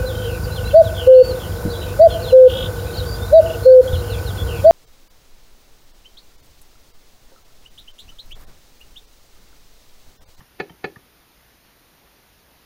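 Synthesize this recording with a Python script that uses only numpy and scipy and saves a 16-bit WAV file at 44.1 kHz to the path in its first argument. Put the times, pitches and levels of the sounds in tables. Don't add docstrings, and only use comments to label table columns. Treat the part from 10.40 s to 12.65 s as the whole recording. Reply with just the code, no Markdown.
import sys
import numpy as np
from scipy import signal
from scipy.fft import rfft, irfft
from scipy.io import wavfile
from scipy.ndimage import uniform_filter1d

SR = 44100
rng = np.random.default_rng(int(sys.argv[2]) if len(sys.argv) > 2 else 0)


def makeup_ratio(level_db):
    decades = np.asarray(level_db, float) / 20
    return 10 ** decades


def int16_out(signal):
    q = np.round(np.clip(np.atleast_2d(signal).T, -1, 1) * 32767)
    wavfile.write(sys.argv[1], SR, q.astype(np.int16))


N = 99225
BUZZ_HZ = 11853.5


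def evened(x):
    return x / np.sqrt(np.mean(x ** 2) + 1e-20)


def read(points, hz):
    f, value = np.transpose(points)
    return np.interp(np.log(hz + 1), np.log(f + 1), value)


def add(mix, s, sound):
    part = mix[round(s * SR):][:len(sound)]
    part += sound[:len(part)]


def ring(modes, pitch=1):
    hz, db, t60 = np.transpose(modes)[:, :, None]
    t = np.arange(SR // 2) / SR
    partials = makeup_ratio(db - 60 * t / t60) * np.sin(2 * np.pi * hz * pitch * t)
    return partials.sum(0)


# [f/Hz, level/dB, t60/s]
LEVER_MODES = [(1215, -12, 0.024), (1320, -4, 0.017), (1428, -11, 0.031), (1729, -1.5, 0.05),
               (1900, -12, 0.03), (2020, -30, 0.12), (3342, -8.5, 0.012)]
# [f/Hz, level/dB, t60/s]
BASE_MODES = [(411, -14.5, 0.13), (482.4, -4.5, 0.039), (561, -14.5, 0.12), (655, -14, 0.073),
              (743, -17.5, 0.078), (813, 0, 0.027), (988, -21, 0.093)]
# [f/Hz, level/dB, t60/s]
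TABLE_MODES = [(85.5, -24, 0.49), (146.6, -1.5, 0.084), (184, -1.5, 0.037), (247, -12.5, 0.08),
               (319.5, -14, 0.27)]
# [f/Hz, level/dB, t60/s]
SCREW_MODES = [(2254, -20, 0.03), (2565, -3.5, 0.01), (2450, -3, 0.026), (2977, -18, 0.022),
               (4030, -32, 0.055), (4188, -15, 0.075), (4535, -9.5, 0.012), (4500, -25.5, 0.036),
               (6270, -23.5, 0.019), (6790, -21.5, .015)]
CHATTER_S = [0, .00272, .0050, .0068, .0105]
CHATTER_DB = [-3, -1.6, -4.5, -8, -8.5]


def press():
    t = np.arange(SR // 2) / SR
    rattle_band = signal.butter(2, [600, 5000], "band", fs=SR)
    rattle = signal.lfilter(*rattle_band, rng.standard_normal(len(t)))
    crack = makeup_ratio(-23 - 60 * t / 0.013) * rattle
    body = ring(BASE_MODES) + ring(LEVER_MODES) - ring(TABLE_MODES) - ring(SCREW_MODES) + crack
    out = np.zeros(len(t))
    for delay, db in zip(CHATTER_S, CHATTER_DB):
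        add(out, delay, makeup_ratio(db) * body)
    return makeup_ratio(-3) * out / abs(out).max()


def swell(blow):
    rise_s = 0.0045
    noise = signal.oaconvolve(rng.standard_normal(1500), blow[:300])[300:1400]
    return evened(noise) * np.exp((np.arange(1100) - 1100) / SR / rise_s)


# [f/Hz, level/dB, t60/s]
THUD_MODES = [(115.4, 6, 0.06), (178, 10.5, 0.024), (463, -6.5, 0.083)]


def release(modes, db, thud_s, thud_db, thud_pitch):
    rise_s, again_s, again_db, dull_db = 0.0022, 0.0076, -7, -16
    t = np.arange(SR // 2) / SR
    knock = ring(modes) * (1 - np.exp(-(t / rise_s) ** 2))
    dull = [(hz, level + dull_db * np.log2(hz / 1200) ** 2, t60) for hz, level, t60 in modes]
    add(knock, again_s, makeup_ratio(again_db) * ring(dull))
    out = makeup_ratio(db) * knock
    thud = signal.oaconvolve(ring(THUD_MODES, thud_pitch), np.hanning(40) / 20)
    add(out, thud_s, makeup_ratio(thud_db) * thud)
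    return out


# [f/Hz, t60/s]
ROOM_DECAY = [(100, 0.43), (200, 0.16), (350, 0.39), (800, 0.2), (2000, 0.15), (5000, 0.17)]


def room(x):
    taps = np.zeros(SR // 2)
    at = np.arange(120, SR // 2 - 20, 20)
    taps[at + rng.integers(0, 20, len(at))] = rng.choice([-1., 1.], len(at))
    hz, t, z = signal.stft(taps, SR, nperseg=256)
    decay = makeup_ratio(-60 * t / read(ROOM_DECAY, hz)[:, None])
    tail = signal.istft(z * decay, SR, nperseg=256)[1]
    return signal.fftconvolve(x, tail / np.linalg.norm(tail))[:N]


# [f/Hz, level/dB per Hz]
FLOOR_SPECTRUM = [(20, -9), (60, 2), (91, -12.5), (125, -6.5), (420, -11), (2000, -15), (5000, -18.5),
                  (12000, -21.5)]


def floor():
    floor_db, patch_db, hum_hz, hum_db = -55, 1.0, 59.3, -71
    frames, hz = N // 512 + 5, np.fft.rfftfreq(2048, 1 / SR)
    a, b, patches = rng.standard_normal((frames, 1025, 3)).T
    patches = uniform_filter1d(patches, 20, 0)
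    patches = evened(uniform_filter1d(patches, 6, 1))
    z = (a + 1j * b) * makeup_ratio(read(FLOOR_SPECTRUM, hz)[:, None] + patch_db * patches)
    noise = signal.istft(z, nperseg=2048, noverlap=1536)[1][:N]
    hum = np.sqrt(2) * np.sin(2 * np.pi * hum_hz * np.arange(N) / SR)
    return makeup_ratio(floor_db) * evened(noise) + makeup_ratio(hum_db) * hum


def buzz():
    step_hz, peak_hz, spread_hz = 29.98, 258, 155
    off = (np.arange(-16, 16)[:, None] + .5) * step_hz
    size = makeup_ratio(-85) * np.exp(-((abs(off) - peak_hz) / spread_hz) ** 2)
    turns = (BUZZ_HZ + off) * np.arange(N) / SR + rng.random(off.shape)
    return np.sqrt(2) * (size * np.sin(2 * np.pi * turns)).sum(0)


# [t/s, level/dB, swell ahead/dB]
PRESSES = [
    (.2006, -11, -31),
    (.44265, -11, -39),
]
# [t/s, level/dB, base thud delay/s, thud level/dB, thud pitch factor]
RELEASES = [
    (.005, -44.5, 0.0073, -50.5, 1.16),
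    (0.2954, -40.5, 0.0083, -45, 1.5),
    (.559, -35, 0.0077, -45, 1.0),
    (1.673, -47, 0.0045, -74, 2.16),
]
# [f/Hz, level/dB, t60/s]
STOP_MODES = [
    [(891, 0, 0.037), (1180, 6.5, 0.017), (1786, 3, .035), (2200, -12, .03), (2990, -3.5, .03)],
    [(884, 4.5, 0.022), (1250, -2.5, 0.039), (1814, -4, .045), (2260, 1.5, 0.02), (3105, 0, 0.037)],
    [(930, -11.5, 0.028), (1210, -5.5, 0.04), (1779, 4.5, 0.028), (2280, -31, .03), (3060, -25, 0.036)],
    [(503, -3, .015), (905, 2.5, 0.0099), (1220, -1, .015), (1800, 2, 0.013), (2200, -3, .015)],
]


def scene():
    key, ahead, blow = np.zeros(N), np.zeros(N), press()
    for s, db, swell_db in PRESSES:
        add(key, s, makeup_ratio(db) * blow)
        add(ahead, s - 1100 / SR, makeup_ratio(swell_db) * swell(blow))
    for (s, *settings), modes in zip(RELEASES, STOP_MODES):
        add(key, s, release(modes, *settings))
    mic_low_cut = signal.butter(3, 93, "high", fs=SR)
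    key = signal.lfilter(*mic_low_cut, key)
    return (key + ahead + makeup_ratio(-13) * room(key) + floor() + buzz())[None]


def top_cut(x):
    return signal.sosfilt(signal.butter(12, 16520, fs=SR, output="sos"), x)


def record(dry):
    port_hz, dip_width_hz, hole_width_hz, slit_width_hz, edge_hz = 7874, 1040, 150, 40, 15290
    hz = np.fft.rfftfreq(N, 1 / SR)
    off = abs(hz - port_hz)
    dip = 0.16 + 0.94 * off ** 2 / (off ** 2 + dip_width_hz ** 2)
    hole = 1 / (1 + (hole_width_hz / (off + 1)) ** 12)
    slit = 1 - .9 * np.exp(-((hz - BUZZ_HZ) / slit_width_hz) ** 2)
    response = dip * hole * slit * (hz < edge_hz)
    mix = irfft(rfft(dry, axis=1) * response, N, axis=1)
    return top_cut(mix)


dry = scene()
out = record(dry)
int16_out(out)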